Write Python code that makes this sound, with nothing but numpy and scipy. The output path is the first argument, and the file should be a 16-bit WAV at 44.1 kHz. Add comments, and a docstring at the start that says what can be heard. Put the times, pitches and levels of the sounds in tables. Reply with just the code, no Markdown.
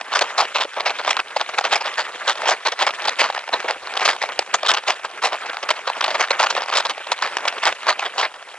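"""Storm wind on a camera

Wind in open country, sounding like hard rain on a car. Eddies break on an edge near the microphone
in clusters of sharp spats, the harder the brighter. Each stirs up a fluttering rush of air; weaker
spats and ticks follow at random. The hardest gusts push on the microphone ports with faint, low
thumps, over a slight rumble and a thin hiss from the scrub."""
import sys
import numpy as np
from scipy import signal
from scipy.fft import rfft, irfft, next_fast_len
from scipy.io import wavfile
from scipy.ndimage import uniform_filter1d, minimum_filter1d, map_coordinates

SR = 44100
rng = np.random.default_rng(int(sys.argv[2]) if len(sys.argv) > 2 else 0)


def output_pcm(signal):
    """Save a mono or channel-first signal as 16-bit PCM at the path in sys.argv[1].

    Samples are clipped to [-1, 1] before scaling.
    """
    pcm = np.clip(np.atleast_2d(signal).T, -1, 1) * 32767
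    wavfile.write(sys.argv[1], SR, np.round(pcm).astype(np.int16))


N = 378371

# eddies breaking on the edge: (onset [s], relative level [dB], rise [s], treble tilt [dB/octave])
EDDIES = [(0.0093, -21, 0.0035, -1), (0.1153, -19.5, 0.0079, 0), (0.1341, -16.5, 0.0045, 1.5),
          (0.1403, -14.0, 0.02, 2), (0.1889, -14, 0.0032, 8.5), (0.2063, -11.5, 0.0096, -0.5),
          (0.304, -23.5, 0.0018, -5.5), (0.3694, -12.5, 0.026, 2.5), (0.4035, -20.5, 0.019, -3),
          (0.4464, -21, 0.0043, -4), (0.5381, -16.0, 0.022, 0.5), (0.5776, -21.5, 0.0118, -8),
          (0.5997, -17.0, 0.017, 1.5), (0.6483, -21.5, 0.0037, -10.5), (0.758, -22.0, 0.017, -8.5),
          (0.7948, -18, 0.0088, -1.5), (0.8506, -15, 0.016, 0), (0.8908, -17.5, 0.009, -4),
          (0.9804, -21.5, 0.014, -2), (1.045, -19, 0.0027, 0.5), (1.0657, -16.0, 0.015, -1),
          (1.1015, -10, 0.0081, 3), (1.1276, -18.5, 0.0028, 1.5), (1.165, -14.5, 0.0051, 0),
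          (1.188, -14, 0.0068, -4.5), (1.3595, -12.5, 0.0067, 0), (1.3994, -16, 0.0097, -1.5),
          (1.4868, -22.5, 0.0062, 0.5), (1.5787, -9.5, 0.0075, -0.5), (1.6338, -16.5, 0.017, 1),
          (1.7048, -14, 0.023, 1), (1.7523, -12.5, 0.0063, 1), (1.8007, -22.0, 0.0131, 1.5),
          (1.84, -21.5, 0.02, -1), (1.9658, -17.5, 0.025, 0.5), (2.2655, -14.0, 0.025, 0.5),
          (2.4266, -22, 0.0085, -4), (2.4423, -19.5, 0.028, -2.5), (2.4652, -14, 0.024, 2),
          (2.5038, -15, 0.017, -2.5), (2.647, -14, 0.018, 0.5), (2.715, -21, 0.012, 1),
          (2.7896, -17.5, 0.0021, 3), (2.7947, -20, 0.0082, 3), (2.8051, -13.0, 0.015, 0.5),
          (2.8613, -12.5, 0.0098, -0.5), (2.8861, -21.5, 0.0075, 0), (2.9058, -17.5, 0.0014, 0.5),
          (3.0684, -15.5, 0.012, 1.5), (3.092, -12, 0.0021, 3), (3.1853, -10, 0.014, 2),
          (3.213, -12, 0.0059, -3), (3.218, -18.5, 0.025, 0), (3.2969, -15.5, 0.0044, -4.5),
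          (3.3449, -20.5, 0.0031, 1), (3.3748, -18.5, 0.0035, -4.0), (3.4763, -22, 0.0023, -3),
          (3.4892, -22, 0.0032, 0), (3.5188, -15, 0.018, -3), (3.6409, -21, 0.007, -7.5),
          (3.672, -19.5, 0.023, -2), (3.707, -15.0, 0.0025, 4.5), (3.9647, -16, 0.007, 2.0),
          (3.9923, -18, 0.0031, 2), (4.0009, -18.5, 0.02, 1.0), (4.0465, -10, 0.0099, 4),
          (4.0728, -14, 0.019, 0.5), (4.0773, -7.5, 0.0014, -1), (4.2057, -18.5, 0.021, 1.5),
          (4.2869, -21.5, 0.0031, -2.5), (4.3902, -7.5, 0.003, -2), (4.5354, -9, 0.009, 2),
          (4.626, -17.5, 0.0058, -1.5), (4.638, -21.5, 0.016, -2.5), (4.6595, -14, 0.005, 2),
          (4.6785, -9, 0.017, 2.5), (4.7157, -7.5, 0.0013, 5), (4.734, -14.5, 0.0079, 2),
          (4.7624, -18, 0.013, -0.5), (4.866, -14, 0.024, 0), (5.0397, -21, 0.011, 1),
          (5.2188, -20.0, 0.0058, 2), (5.2209, -14.5, 0.024, 2), (5.3097, -20.5, 0.021, -3),
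          (5.4946, -19.5, 0.0034, -4), (5.5689, -17, 0.0013, -0.5), (5.6244, -21.0, 0.0075, 1.5),
          (5.687, -14, 0.0039, 0.5), (5.6973, -12, 0.01, 0), (5.8669, -16.5, 0.0091, -1),
          (5.8923, -17.0, 0.0053, 1.5), (6.0057, -13, 0.0047, -0.5), (6.0222, -22.0, 0.0053, -1.0),
          (6.0364, -13, 0.0069, 1), (6.0733, -17.5, 0.0094, -2.5), (6.0976, -21.5, 0.014, 2),
          (6.139, -19.5, 0.012, 1), (6.1859, -14.5, 0.022, 1), (6.231, -19, 0.0122, -1),
          (6.3021, -10, 0.007, -0.5), (6.3315, -23, 0.0022, -14), (6.3847, -12.5, 0.017, 2),
          (6.4234, -12.0, 0.012, 0.5), (6.4584, -14.5, 0.0062, -0.5), (6.4973, -16.0, 0.0084, 5.5),
          (6.5492, -17, 0.0022, -1.5), (6.5621, -16.5, 0.0051, 0.0), (6.576, -14.5, 0.003, -8),
          (6.6169, -20, 0.0049, 0.0), (6.6782, -23, 0.0051, 3.5), (6.6953, -20, 0.0039, 1),
          (6.7145, -18, 0.017, -1.5), (6.7448, -16.0, 0.014, 3), (6.7652, -10.5, 0.01, 5),
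          (6.7961, -16.5, 0.0071, 2.5), (6.8459, -17, 0.011, 1.5), (6.8916, -18.5, 0.011, 3.5),
          (7.1137, -12, 0.0067, 3), (7.221, -12.5, 0.0044, 0.5), (7.2253, -21.0, 0.024, 2),
          (7.3677, -12, 0.0029, 1), (7.4515, -16, 0.0043, -1), (7.4736, -14, 0.0079, 1.5),
          (7.6304, -15, 0.0052, 1), (7.6525, -12.0, 0.018, -1), (7.6534, -10.0, 0.0019, 2),
          (7.7226, -19, 0.0033, 1.5), (7.8656, -14.5, 0.0027, -2), (7.8682, -11.5, 0.023, 0),
          (7.9853, -20.5, 0.012, 0.5), (8.0123, -22.0, 0.018, -3.5), (8.0455, -21, 0.015, -1.5),
          (8.172, -16, 0.023, 2.5), (8.2176, -17, 0.021, -3)]
# slow drift of the air stream: (time [s], relative level [dB])
FLOW_DRIFT = [(0.0, -38), (0.22, -30), (0.7, -34), (1.1, -32.5), (1.31, -35.5), (1.54, -31), (2.2, -33.5),
              (2.42, -28.5), (2.64, -40), (3.08, -27), (3.3, -34), (4.18, -30.5), (5.06, -37.5),
              (5.5, -32.5), (6.7, -28), (7.0, -31), (7.7, -28.5), (7.92, -38.5), (8.14, -32), (8.33, -39),
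              (8.58, -40)]
# gusts pushing on the ports: (time [s], relative peak [dB])
PORT_GUSTS = [(.38, -51), (.87, -60), (1.114, -59), (1.845, -61), (2.51, -64), (3.827, -59), (4.073, -62),
              (4.375, -57), (4.70, -52), (5.69, -64), (6.01, -62), (6.40, -56), (7.665, -43)]
# spectra of a spat, the stream and a push on the ports: (frequency [Hz], gain [dB])
SPAT_SPECTRUM = [(90, -65), (180, -35), (270, -22.5), (400, -11.5), (550, -2.5), (780, 1.5), (1100, 0.5),
                 (1700, -4), (2600, -5), (3900, -7.5), (5000, -11.5), (7000, -23.5), (10000, -42.5)]
STREAM_SPECTRUM = [(90, -52.5), (175, -23), (270, -18), (420, -6), (700, -1.5), (1400, -0.5), (2500, -3.5),
                   (3600, -10), (5000, -18), (7000, -20), (10000, -31.5)]
PUSH_SPECTRUM = [(30, -6), (68, -5.5), (110, -10), (220, -40.5), (500, -100)]
# likeness of the two ports: (frequency [Hz], coherence [0-1])
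SPAT_COHERENCE = [(100, .5), (350, 0.97), (2000, 1), (5000, 0.98), (7500, 0.09), (10000, 0.092)]
STREAM_COHERENCE = [(100, 0.27), (400, .97), (1500, 1), (3000, 1), (5500, 0.44), (9000, 0.078)]
# the left port is brighter: (frequency [Hz], left minus right [dB])
PORT_BALANCE = [(500, 0), (1200, -0.5), (3400, -0.9), (6000, 2.5), (9500, 5.5)]

SNAP_DB_PER_DB, SNAP_FROM_DB, SNAP_HZ = 0.84, -19, 6000  # extra treble of hard eddies
WAKE_DB, WAKE_LEAD_S, WAKE_FADE_S = -11.5, 0.013, 0.015  # air quickens before an eddy, settles after


def amp(db):
    """Decibels to gain."""
    return 10 ** (np.asarray(db) / 20)


def unit_rms(x):
    """Scale to rms 1."""
    return x / np.sqrt(np.mean(np.abs(x) ** 2) + 1e-20)


def curve_at(points, hz):
    """Interpolate (frequency [Hz], value) points on a log axis."""
    knots_hz, values = np.transpose(points)
    return np.interp(np.log(hz + 1), np.log(knots_hz + 1), values)


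def wobble(rate_hz):
    """Smooth random curve with knots at rate_hz."""
    knots = rng.standard_normal(int(N * rate_hz / SR) + 4)
    return map_coordinates(knots, [np.arange(N) * rate_hz / SR])


def filtered(x, response):
    """Apply a complex frequency response."""
    size = next_fast_len(N + SR // 2)
    return irfft(rfft(x, size) * response(np.fft.rfftfreq(size, 1 / SR)), size)[..., :N]


def minimum_phase(gain_db):
    """Response that rings only after the blow."""
    cepstrum = irfft(np.log(amp(gain_db)))
    half = cepstrum.shape[-1] // 2
    cepstrum[..., 1:half] *= 2
    cepstrum[..., half + 1:] = 0
    return np.exp(rfft(cepstrum))


def add(track, onset_s, sound):
    """Mix a sound into the track."""
    start = int(np.clip(round(onset_s * SR), 0, N - 1))
    track[:, start:start + sound.shape[-1]] += sound[:, :N - start]


def ports(pair, coherence, lead_us):
    """Two signals become partly coherent left and right; sound reaches the left port first."""
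    angle = lambda hz: np.arccos(np.clip(curve_at(coherence, hz), -1, 1)) / 2
    mid, side = filtered(pair, lambda hz: np.array([np.cos(angle(hz)), np.sin(angle(hz))]))
    share = np.array([[.5], [-.5]])
    balance = lambda hz: amp(share * curve_at(PORT_BALANCE, hz))
    lead = lambda hz: np.exp(2j * np.pi * hz * share * lead_us / 1e6)
    return filtered(np.array([mid + side, mid - side]), lambda hz: balance(hz) * lead(hz))


def eddy_pressure(u):
    """One eddy's swell: crests at u = 1, dies soon after."""
    return (u * np.exp(1 - u)) ** 3


def spats(eddies, gain_db, knock_grain_db, crackle_grain_db, lump_db, colour_db, split_hz, hinge_hz):
    """Each eddy is a quick swell of tiny pressure kicks that ring briefly in the housing."""
    size = 4096
    track, t, hz = np.zeros((2, N)), np.arange(size) / SR, np.fft.rfftfreq(size, 1 / SR)
    octaves = np.log2(1 + hz / hinge_hz)
    knock_band = 1 / (1 + (hz / split_hz) ** 4)
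    snap_band = 1 - 1 / (1 + (hz / SNAP_HZ) ** 6)
    uneven = lambda knots, length=size: signal.resample(rng.standard_normal(knots), length)
    for onset_s, level_db, rise_s, tilt_db_per_octave in eddies:
        pressure = eddy_pressure(t / rise_s)
        # swells break into lumps, lumps into grains
        lumps = pressure * amp(lump_db * uneven(32))
        grains = lambda db: unit_rms(rfft(lumps * amp(db * uneven(90)) * rng.standard_normal((2, size))))
        knock = grains(knock_grain_db) * np.sqrt(knock_band)
        crackle = grains(crackle_grain_db) * np.sqrt(1 - knock_band)
        # each eddy strikes another spot, with its own resonances
        resonances_db = colour_db * uneven(32, len(hz))
        shape_db = curve_at(SPAT_SPECTRUM, hz) + tilt_db_per_octave * octaves + resonances_db
        snap_db = SNAP_DB_PER_DB * max(level_db - SNAP_FROM_DB, 0) * snap_band
        spat = irfft((knock + crackle) * minimum_phase(shape_db + snap_db))
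        spat *= np.linalg.norm(pressure) / np.linalg.norm(spat, axis=1, keepdims=True)
        add(track, onset_s, spat * amp(level_db + gain_db))
    return ports(track, SPAT_COHERENCE, lead_us=46.5)


def weak_eddies(flow_db, gain_db, spread_db, rise_s, count):
    """Random rows like EDDIES, untilted; their level follows the air stream."""
    when, strength, length, _ = rng.random((count, 4)).T
    levels_db = flow_db[(when * N).astype(int)] + gain_db + spread_db * strength
    return list(zip(when * N / SR, levels_db, rise_s * 2 ** (2 * length - 1), np.zeros(count)))


def airflow_db(gust_db):
    """Air stream level: slow drift, chance gusts and the wake of each listed eddy."""
    t, energy = np.arange(N) / SR, np.zeros((1, N))
    for onset_s, level_db, rise_s, _ in EDDIES:
        add(energy, onset_s, (amp(level_db) * eddy_pressure(t[None, :SR // 8] / rise_s)) ** 2)
    lag_s = np.arange(-SR // 2, SR // 2) / SR
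    smear = np.exp(np.where(lag_s < 0, lag_s / WAKE_LEAD_S, -lag_s / WAKE_FADE_S))
    wake = np.sqrt(np.abs(signal.fftconvolve(energy[0], smear / smear.sum(), "same")))
    drift = amp(np.interp(t, *np.transpose(FLOW_DRIFT)) + gust_db * wobble(22))
    return 20 * np.log10(np.hypot(drift, amp(WAKE_DB) * wake))


def air_stream(flow_db, gain_db, flutter_db, grain_db, patch_db):
    """Rushing air flutters and crackles with countless smaller eddies."""
    noise_stft = signal.stft(rng.standard_normal((2, N)), nperseg=256)[2]
    patches = uniform_filter1d(rng.standard_normal(noise_stft.shape[1:]), size=7, axis=0)
    patches = uniform_filter1d(patches, size=8, axis=1)
    air = signal.istft(noise_stft * amp(patch_db * unit_rms(patches)), nperseg=256)[1][:, :N]
    flutter = amp(flutter_db * wobble(70) + grain_db * wobble(600))
    rush = unit_rms(filtered(air * flutter, lambda hz: minimum_phase(curve_at(STREAM_SPECTRUM, hz))))
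    return ports(rush * amp(flow_db + gain_db), STREAM_COHERENCE, lead_us=59)


def ticks(flow_db, gain_db, spread_db, centre_hz, spread_octaves, rise_cycles, low_hz, count):
    """The smallest eddies tick at random times and pitches, louder in faster air, without bass."""
    track, t = np.zeros((2, N)), np.arange(SR // 100) / SR
    for when, strength, height, phase in rng.random((count, 4)):
        pitch_hz = centre_hz * 2 ** (spread_octaves * (2 * height - 1))
        level_db = flow_db[int(when * N)] + gain_db + spread_db * strength ** 2
        u = t * pitch_hz / rise_cycles
        phases = np.array([[phase], [rng.random()]])
        tone = np.sin(2 * np.pi * (pitch_hz * t + phases))
        add(track, when * N / SR, amp(level_db) * u * np.exp(1 - u) * tone)
    thin = filtered(track, lambda hz: (1j * hz / (low_hz + 1j * hz)) ** 4)
    return ports(thin, SPAT_COHERENCE, lead_us=47)


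def thumps(gain_db, rise_s, mismatch_db):
    """The hardest gusts press on the ports, on each a little differently."""
    track, u = np.zeros((2, N)), np.arange(SR // 4) / SR / rise_s
    size = 2 * next_fast_len(len(u))
    response = minimum_phase(curve_at(PUSH_SPECTRUM, np.fft.rfftfreq(size, 1 / SR)))
    for crest_s, peak_db in PORT_GUSTS:
        noise = rng.standard_normal(len(u)) + amp(mismatch_db) * rng.standard_normal((2, len(u)))
        thump = irfft(rfft(u * np.exp(1 - u) * noise, size) * response)
        add(track, crest_s - rise_s, amp(peak_db + gain_db) * thump / np.abs(thump).max())
    return track


def scrub_hiss(level_db, low_hz, high_hz):
    """Thin, even hiss of wind in the scrub, off to the left."""
    band = lambda hz: (hz / low_hz) ** 2 / (1 + (hz / low_hz) ** 2) / np.sqrt(1 + (hz / high_hz) ** 2)
    hiss = unit_rms(filtered(rng.standard_normal((2, N)), band))
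    return ports(amp(level_db) * hiss, STREAM_COHERENCE, lead_us=25)


def rumble(level_db, swing_db):
    """Wind keeps nudging each port."""
    push = unit_rms(filtered(rng.standard_normal((2, N)), lambda hz: amp(curve_at(PUSH_SPECTRUM, hz))))
    return push * amp(level_db + swing_db * np.tanh(wobble(12)))


def scene():
    """Spats over the air stream; ticks and hiss above, thumps and rumble below."""
    flow_db = airflow_db(gust_db=2)
    weak = weak_eddies(flow_db, gain_db=-1.5, spread_db=9.5, rise_s=0.0031, count=190)
    mix = spats(list(EDDIES) + weak, gain_db=0.5, knock_grain_db=3.0, crackle_grain_db=5.5,
                lump_db=2.5, colour_db=2.5, split_hz=1910, hinge_hz=1540)
    mix += air_stream(flow_db, gain_db=-1.5, flutter_db=1.8, grain_db=2.0, patch_db=3)
    mix += ticks(flow_db, gain_db=1.5, spread_db=11.0, centre_hz=2220, spread_octaves=0.87,
                 rise_cycles=0.92, low_hz=400, count=420)
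    mix += thumps(gain_db=0.5, rise_s=0.012, mismatch_db=-10)
    mix += rumble(level_db=-83.5, swing_db=15)
    return mix + scrub_hiss(level_db=-53, low_hz=2200, high_hz=4000)


def record(dry):
    """The camera's limiter holds the tallest peaks; the treble ends steeply at its band limit."""
    top_hz, ceiling = 10650, 0.92
    lowpass = lambda hz: 1 / np.sqrt(1 + (hz / top_hz) ** 130)
    heard = filtered(dry, lowpass)
    needed_gain = np.minimum(1, ceiling / (np.abs(heard).max(axis=0) + 1e-9))
    gain = uniform_filter1d(minimum_filter1d(needed_gain, size=200), size=200)
    return filtered(heard * gain, lowpass)


dry = scene()
out = record(dry)
output_pcm(out)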